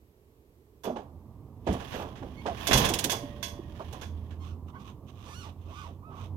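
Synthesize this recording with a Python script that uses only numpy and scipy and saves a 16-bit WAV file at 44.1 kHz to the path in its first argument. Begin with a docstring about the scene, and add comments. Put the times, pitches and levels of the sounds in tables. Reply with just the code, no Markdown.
"""A driveway, just below the bumper of a lowrider pickup that dumps its raised front hydraulics.
The valve clunks open and oil fizzes through it. The suspension sinks in jerks, joints crunching and
bushings groaning, then lands, and a coil spring ratchets into its seat. The truck rocks on rubber that
rubs and squeaks as it sticks and slips, over outdoor rumble and a low wandering hum."""
import sys
import numpy as np
from scipy import signal
from scipy.fft import rfft, irfft, next_fast_len
from scipy.io import wavfile

SR = 44100
rng = np.random.default_rng(int(sys.argv[2]) if len(sys.argv) > 2 else 0)


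def persist_wave(psi):
    """Save psi, clipped to +-1, as 16-bit WAV."""
    counts = np.round(np.clip(psi, -1, 1) * 32767).astype(np.int16)
    wavfile.write(sys.argv[1], SR, np.atleast_2d(counts).T)


N = 280564
TIME = np.arange(N) / SR
CUTOFF_HZ = 16200


def from_db(db):
    """Decibels to gain."""
    return 10 ** (np.asarray(db) / 20)


def rms_one(x):
    """Scale to unit power."""
    return x / np.sqrt(np.mean(x ** 2) + 1e-20)


def in_time(rows):
    """An automation curve, read at every sample."""
    return np.interp(TIME, *np.transpose(rows))


def fade(t, start, end):
    """Gate with soft 10 ms edges."""
    return np.clip(np.minimum(t - start, end - t) / .01 + 1, 0, 1)


def colour(x, points, tilt_db=0):
    """EQ by a curve; above 1 kHz, add a tilt per octave that pivots on 4 kHz."""
    size = next_fast_len(x.shape[-1])
    octave = np.log2(np.maximum(np.fft.rfftfreq(size, 1 / SR), 1) / 4000)
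    hz, db = np.transpose(points)
    gain = from_db(np.interp(octave, np.log2(hz / 4000), db) + tilt_db * np.maximum(octave, -2))
    return irfft(rfft(x, size) * gain, size)[..., :x.shape[-1]]


def filtered(x, hz, kind, order=2):
    """Causal Butterworth filter."""
    return signal.sosfilt(signal.butter(order, hz, kind, fs=SR, output="sos"), x)


def drift(per_s, size=N):
    """Smooth random wander of spread about 1."""
    position = np.arange(size) * per_s / SR
    count = int(position[-1]) + 2
    return np.interp(position, np.arange(count), rng.standard_normal(count))


def grains(per_s, spread_db, size=N):
    """Tiny clicks at random moments, of uneven strength."""
    hits = rng.random(size) < per_s / SR
    return hits * rng.standard_normal(size) * from_db(spread_db * rng.standard_normal(size))


def dying(t60, size):
    """Decay that loses 60 dB in t60 seconds."""
    return from_db(-60 * TIME[:size] / t60)


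def struck(rise_s, t60, size):
    """Envelope of a hit: quick attack, then decay."""
    return dying(t60, size) * (1 - np.exp(-TIME[:size] / rise_s))


def add(out, s, x):
    """Mix x in at s seconds."""
    at = max(int(s * SR), 0)
    out[at:at + len(x)] += x[:N - at]


# Tone of the rumble and of the still air. Each row: frequency in Hz, gain in dB.
RUMBLE_EQ = [(22, -19), (45, -8), (65, -3), (120, -1.5), (160, -9.5), (220, -7.5), (320, -13), (500, -22.5),
             (700, -25), (1130, -26), (1450, -48.5), (2500, -58.5), (5000, -72.5)]
AIR_EQ = [(22, -26.5), (70, -0.5), (125, -16.5), (190, -31.5), (300, -12.5), (420, -7.5), (520, -19.5),
          (700, -26), (1400, -32.5), (5000, -43), (10500, -44), (13000, -40), (16000, -43)]
# Fader ride of the rumble. Each row: time in seconds, relative level in dB.
RUMBLE_RIDE = [(0.0, -70), (0.87, -66.5), (0.96, -55.5), (1.95, -50), (2.32, -47), (2.97, -43.5),
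               (3.24, -47), (5.99, -53.5), (6.36, -46.5)]


def outdoors(apart_hz=1500):
    """The bed: rumble and hum lean right, while high air and a thin hiss differ from side to side."""
    rumble = rms_one(colour(rng.standard_normal(N), RUMBLE_EQ)) * from_db(in_time(RUMBLE_RIDE) + 4)
    air = rms_one(colour(rng.standard_normal((2, N)), AIR_EQ)) * from_db(-61.5)
    hiss = rms_one(filtered(rng.standard_normal((2, N)), [12225, 12575], "band")) * from_db(-85)
    lows = rumble + hum() + filtered(air[0], apart_hz, "low")
    return lows * from_db([[-6.5], [0]]) + filtered(air, apart_hz, "high") + hiss


def swells(rows, depth_db=20.5, release_share=0.46):
    """Each move gathers speed to a peak and stops faster than it began."""
    gain = np.zeros(N)
    for s, swell_s, db in rows:
        away = (TIME - s) / np.where(TIME < s, swell_s, release_share * swell_s)
        gain += from_db(db - depth_db * np.minimum(away ** 2, 10))
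    return gain


# Rushes of oil. Each row: peak time in seconds, swell in seconds, level in dB.
OIL_RUSHES = [(.855, 0.025, -47.5), (1.99, 0.165, -57.5), (2.78, 0.15, -35.5)]


def oil_fizz():
    """Oil rushes through the valve with a high fizz as the cylinders move."""
    fizz = filtered(grains(per_s=15000, spread_db=9.5), [11500, 14000], "band")
    return rms_one(fizz) * swells(OIL_RUSHES)


# Tone of the steel parts. Each row: frequency in Hz, gain in dB.
STEEL_EQ = [(500, -4.5), (1080, -7.5), (1300, -5.5), (1650, 2), (2100, -3), (2700, 2.5), (3400, 3.5),
            (4300, -4), (5600, -2), (6600, -2), (7600, -7), (10000, -10), (13000, -13), (16000, -23.5)]


def chatter(tilt_db, t60, rise_s, per_s, spread_db, size=SR // 2):
    """One slip of steel on steel: a dying run of tiny contacts."""
    contacts = colour(grains(per_s, spread_db, size), STEEL_EQ, tilt_db)
    return rms_one(contacts) * struck(rise_s, t60, size)


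# Modes of the coil spring. Each row: pitch in Hz, relative level in dB, 60 dB decay time in seconds.
SPRING_MODES = [(257, -9, 1.0), (460, 0.5, 1.4), (582.3, 5, 1.87), (680, 7.5, 0.67), (978, 10, 0.47),
                (1067, 8.5, 0.63), (1882, -6.5, 1.6), (3390, 0, 0.74)]


def steelwork(rattle_db=5, blur_rad=1.36, bracket_t60=0.27, size=SR):
    """Ring of the rattling coil spring and the many small, loose arms and brackets around it."""
    t = TIME[:size]
    coil, brackets = np.zeros((2, size))
    for hz, db, t60 in SPRING_MODES:
        level = from_db(db - 25 + rattle_db * drift(45, size))
        coil += level * np.sin(2 * np.pi * hz * t) * dying(t60, size)
    for hz in 1500 * 10 ** rng.random(150):  # modes from 1.5 to 15 kHz
        strength = rng.normal() * np.sqrt(hz)
        brackets += strength * np.sin(2 * np.pi * hz * t + blur_rad * drift(130, size))
    brackets = rms_one(colour(brackets, STEEL_EQ, tilt_db=0.4)) * dying(bracket_t60, size)
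    damping = np.cos(np.pi / 2 * t / t[-1])
    return damping * (coil + brackets)


# The valve snaps, then the spring ratchets into its seat.
# Each row: start in seconds, relative level of the crack in dB, relative level of the ring in dB.
STEEL_SNAPS = [(.836, -46, -53.5), (.850, -57, -58.5), (1.726, -41.5, -64.5), (2.670, -24.5, -34.5),
               (2.731, -20.5, -25.5), (2.773, -20.5, -35), (2.849, -28.5, -36), (2.888, -27.5, -44),
               (2.936, -23.5, -43), (2.987, -25.5, -46), (3.040, -20.5, -45), (3.097, -28.5, -33.5),
               (3.116, -25, -43.5), (3.428, -38.5, -38), (3.926, -45.5, -60), (4.013, -55.5, -52)]


def snaps():
    """Steel snaps with a bright crack and sets the steelwork ringing."""
    cracks, blows = np.zeros((2, N))
    for s, crack_db, ring_db in STEEL_SNAPS:
        crack = chatter(tilt_db=3.5, t60=0.061, rise_s=0.0045, per_s=9000, spread_db=0)
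        add(cracks, s, from_db(crack_db) * crack)
        blows[int(s * SR)] = from_db(ring_db)
    return cracks + signal.fftconvolve(blows, steelwork())[:N]


# Jolts of valve, cylinders and chassis.
# Each row: start in seconds, relative level in dB, centre in Hz, 60 dB decay time in seconds.
JOLTS = [(0.837, -35.5, 537, 0.64), (0.866, -25.5, 370, 0.18), (.957, -31, 520, 0.19),
         (1.666, -23.5, 343, 0.27), (1.684, -22.5, 127.4, 0.27), (1.738, -33.5, 624, 0.22),
         (1.795, -37.5, 710, 0.17), (1.932, -33, 355, 0.41), (1.995, -35, 730, 0.47),
         (2.217, -36.5, 380, 0.28), (2.453, -27.5, 576, 0.25), (2.680, -29, 420, 0.82),
         (2.709, -24.5, 740, 0.47), (2.734, -23, 95, 0.6), (2.745, -28.5, 230, 0.71),
         (2.891, -25, 440, 0.26), (3.044, -31, 360, 0.39), (3.122, -28.5, 800, 0.19),
         (3.794, -31.5, 770, 0.13), (3.927, -41, 706, 0.3), (4.016, -39.5, 796, 0.085)]


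def knocks(width_octaves=1.95, rise_s=0.0035, lowpass_hz=1150, size=SR // 2):
    """Each jolt is a dull, broad chassis thud; a steep low-pass keeps it dark."""
    out, half_band = np.zeros(N), 2 ** (width_octaves / 2)
    for s, db, hz, t60 in JOLTS:
        envelope = struck(rise_s, t60, size)
        shake = filtered(rng.standard_normal(size) * envelope, [hz / half_band, hz * half_band], "band")
        shake = filtered(shake, lowpass_hz, "low", order=6)
        add(out, s, from_db(db) * rms_one(shake) * np.sqrt(np.mean(envelope ** 2)))
    return out


# Crunches in the joints. Each row: start in seconds, relative level in dB.
JOINT_CRUNCHES = [(0.843, -43.5), (.957, -48.5), (1.665, -39), (1.727, -48), (1.794, -44), (1.918, -39),
                  (1.944, -41.5), (1.986, -48), (2.011, -46), (2.154, -48.5), (2.224, -54.5), (2.458, -38),
                  (2.569, -46), (2.708, -22.5), (2.849, -32), (3.749, -56), (3.794, -53), (3.925, -51),
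                  (4.014, -44), (4.304, -55)]


def crunches():
    """Steel joints slip under load with a dull crunch."""
    out = np.zeros(N)
    for s, db in JOINT_CRUNCHES:
        add(out, s, from_db(db) * chatter(tilt_db=-7, t60=0.19, rise_s=0.0069, per_s=4300, spread_db=-1))
    return out


# Groans of the bushings.
# Each row: start in seconds, relative level in dB, opening pitch in Hz, 60 dB decay time in seconds.
BUSHING_GROANS = [(0.858, -34, 412.7, 0.26), (.899, -16, 617, 0.029), (.907, -38, 259.5, 0.34),
                  (2.482, -28, 731, 0.14), (3.231, -33.5, 285, 0.14), (3.591, -26.5, 357, 0.045)]


def groans(sag_octaves_per_s=3.6, roughness=.05, rise_s=0.0054, size=SR // 2):
    """A twisting bushing gives a short rough tone that sags as the load eases."""
    out, t = np.zeros(N), TIME[:size]
    for s, db, hz, t60 in BUSHING_GROANS:
        pitch = hz * 2 ** (-sag_octaves_per_s * t) * (1 + roughness * drift(420, size))
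        tone = np.sqrt(2) * np.sin(2 * np.pi * np.cumsum(pitch) / SR)
        add(out, s, from_db(db) * tone * struck(rise_s, t60, size))
    return out


# Pitch line of the hum. Each row: time in seconds, pitch in Hz.
HUM_GLIDE = [(0.9, 80.5), (1.81, 88.5), (2.37, 76.5), (2.85, 75), (3.12, 78.5), (5.98, 87.5), (6.21, 93.4),
             (6.36, 90)]
# Its fader ride, held at the first value until then. Each row: time in seconds, relative level in dB.
HUM_RIDE = [(3.3, -59), (3.87, -46), (3.96, -57), (4.03, -41), (4.65, -44), (4.82, -65), (4.9, -55),
            (5.49, -48.5), (5.55, -58), (5.62, -46.5), (6.17, -49), (6.36, -43)]


def hum(start_s=0.91, rise_s=0.14, waver_db=3.5):
    """A low, almost pure hum, like a far exhaust, sets in and wanders in pitch."""
    pitch = in_time(HUM_GLIDE) * (1 + 0.0099 * drift(25))
    phase = 2 * np.pi * np.cumsum(pitch) / SR
    tone = np.sqrt(2) * (np.sin(phase) + from_db(-19) * np.sin(2 * phase))
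    onset = np.clip((TIME - start_s) / rise_s, 0, 1)
    return tone * onset * from_db(in_time(HUM_RIDE) + 1.5 + waver_db * drift(30))


def friction(eq, per_s, grain_db, judder_db):
    """Sliding surfaces: dense tiny slips that come in judders."""
    slips = grains(per_s, grain_db) * from_db(judder_db * drift(80))
    return rms_one(colour(slips, eq))


# Tone of the scrape. Each row: frequency in Hz, gain in dB.
SCRAPE_EQ = [(400, -1), (1050, 6), (1350, -5.5), (1700, 1), (2100, -4), (3300, 2), (4200, -10),
             (6300, -12.5), (7500, -21.5), (9500, -24.5), (11000, -15), (13500, -26), (16000, -20)]
# Its fader ride. Each row: time in seconds, relative level in dB.
SCRAPE_RIDE = [(1.6, -91), (1.7, -53.5), (1.82, -58.5), (1.85, -54.5), (2.19, -67.5), (2.43, -63.5),
               (2.85, -33.5), (2.92, -51.5), (3.0, -49), (3.22, -59), (3.59, -70), (3.96, -59.5),
               (4.09, -75.5), (4.3, -73.5)]


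def suspension_scrape():
    """The suspension scrapes as it sinks, loudest at the landing."""
    level = from_db(in_time(SCRAPE_RIDE) + 10.5) * fade(TIME, SCRAPE_RIDE[0][0], SCRAPE_RIDE[-1][0])
    return friction(SCRAPE_EQ, per_s=6000, grain_db=1.5, judder_db=1.8) * level


# Tone of rubbing rubber. Each row: frequency in Hz, gain in dB.
RUB_EQ = [(400, -3.5), (800, -2), (1150, 12.5), (1450, -3), (2000, -7), (2700, 3.5), (3600, 1.5),
          (4500, -11.5), (6500, -7), (7300, -20), (8600, -13), (9600, -29), (12000, -16), (16000, -33)]
# Its strokes. Each row: peak time in seconds, swell in seconds, level in dB.
RUB_STROKES = [(1.99, 0.18, -45.5), (4.485, .1, -51), (4.70, 0.034, -55.5), (4.815, 0.026, -60),
               (4.89, 0.11, -50.5), (5.10, 0.039, -53.5), (5.28, 0.17, -49.5), (5.47, 0.13, -48.5),
               (5.83, 0.25, -50), (6.235, .13, -49.5)]


def rubber_rub():
    """Rubber slides in grainy swells as the truck sinks and rocks."""
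    return friction(RUB_EQ, per_s=6600, grain_db=-4.5, judder_db=-0.5) * swells(RUB_STROKES)


# Rubber squeaks. Each row: moment of top speed in seconds, reach to each side in seconds, top pitch
# in Hz, relative level in dB, roughness at top speed from 0 to 1, overtone tilt in dB per octave.
RUBBER_SQUEAKS = [(2.395, .025, 2206, -40, 0.07, -8.5), (4.425, 0.026, 1072, -56, 0, 0),
                  (4.498, .07, 1480, -58, .25, 0.5), (4.695, 0.019, 1230, -53, 0.54, -6),
                  (4.763, 0.03, 1047, -48, 0.2, -6.5), (4.765, 0.02, 1526, -43, 0.13, -24),
                  (4.811, .025, 1187, -53.5, .3, 0), (4.865, .07, 1077, -57.5, 0.25, -8),
                  (5.316, 0.091, 1203, -60.5, 0, 5.5), (5.322, 0.062, 1780, -50.5, 0, -11),
                  (5.387, 0.12, 1480, -47, 0.02, 2.5), (5.795, 0.13, 1255, -48, .18, 0),
                  (5.80, 0.039, 1505, -43, 0, -11), (6.08, 0.055, 1288, -47.5, 0.08, -15),
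                  (6.17, 0.096, 1244, -49.5, 0.65, -7)]
# What the squeaking rubber radiates. Each row: frequency in Hz, gain in dB.
SQUEAK_EQ = [(500, 9.5), (1150, 8.5), (1500, -4), (2100, -3.5), (3000, -1), (4400, -8.5), (6000, -7),
             (7500, -16), (12000, -24), (16000, -36)]


def squeaks(rock_s=.116, jitter=0.33, wobble=0.13, flutter_db=2, blunt_db=5, end_loss_db=11.5):
    """Rubber sticks and slips once a cycle: high and sharp at top speed, low and ragged when slow."""
    out, harmonics = np.zeros(N), np.arange(1, 13)[:, None]
    for s, reach_s, top_hz, db, top_rough, tilt_db in RUBBER_SQUEAKS:
        t = TIME[int((s - reach_s - .01) * SR):int((s + reach_s + .01) * SR)]
        speed = np.exp(-np.abs((t - s) / rock_s) ** 2.25)
        hz = top_hz * speed * (1 + .008 * drift(60, len(t)))
        rough = np.clip(top_rough + 2 * (1 - speed), 0, 1)
        unsteady = jitter * drift(1100, len(t)) + wobble * drift(140, len(t))
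        phase = 2 * np.pi * np.cumsum(hz * (1 + rough * unsteady)) / SR
        weights = from_db((tilt_db - blunt_db * rough) * np.log2(harmonics))
        audible = harmonics * hz < CUTOFF_HZ
        slips = np.sqrt(2) * np.sum(weights * audible * np.cos(harmonics * phase), axis=0)
        arc_db = db - 2 - end_loss_db * ((t - s) / reach_s) ** 2
        level = from_db(arc_db + flutter_db * np.sqrt(rough) * drift(160, len(t)))
        add(out, t[0], slips * level * fade(t, s - reach_s, s + reach_s))
    return colour(out, SQUEAK_EQ)


def underbody():
    """Submix of the grainy layers, as radiated in one direction."""
    return suspension_scrape() + rubber_rub() + oil_fizz() + from_db(9) * (crunches() + snaps())


def scatter(x, t60, low_hz, size=SR // 2):
    """Dense reflections, different at each ear; long waves pass the obstacles by."""
    response = rng.standard_normal((2, size)) * dying(t60, size) * (TIME[:size] > .001)
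    response = filtered(rms_one(response) / np.sqrt(size), low_hz, "high")
    return signal.fftconvolve(x[None], response, axes=1)[:, :N]


# Shading of the truck on the left side. Each row: frequency in Hz, gain against the right in dB.
LEFT_SHADE_EQ = [(100, -0.5), (450, -7), (1000, -8.5), (2000, -17.5), (5000, -13), (9000, -14.5),
                 (14000, -5.5)]


def driveway(right, left, lag_s=0.00022):
    """Sound reaches the right side first and louder; concrete and the house front scatter it."""
    shaded = np.interp(TIME - lag_s, TIME, colour(left, LEFT_SHADE_EQ))
    echoes = from_db([[-18], [-15]]) * scatter(right, t60=0.29, low_hz=394)
    return np.array([shaded, right]) + echoes


def scene(likeness=0.088):
    """The truck over the outdoor bed; its many small contacts are only slightly alike on the two sides."""
    body = from_db(2.5) * knocks() + from_db(5) * groans() + from_db(-3) * squeaks()
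    right = underbody()
    left = likeness * right + np.sqrt(1 - likeness ** 2) * underbody()
    return driveway(body + right, body + left) + from_db(2.5) * outdoors()


def record(dry):
    """A steep low-pass takes off the very top."""
    return signal.sosfilt(signal.ellip(12, .2, 80, CUTOFF_HZ, fs=SR, output="sos"), dry)


dry = scene()
out = record(dry)
persist_wave(out)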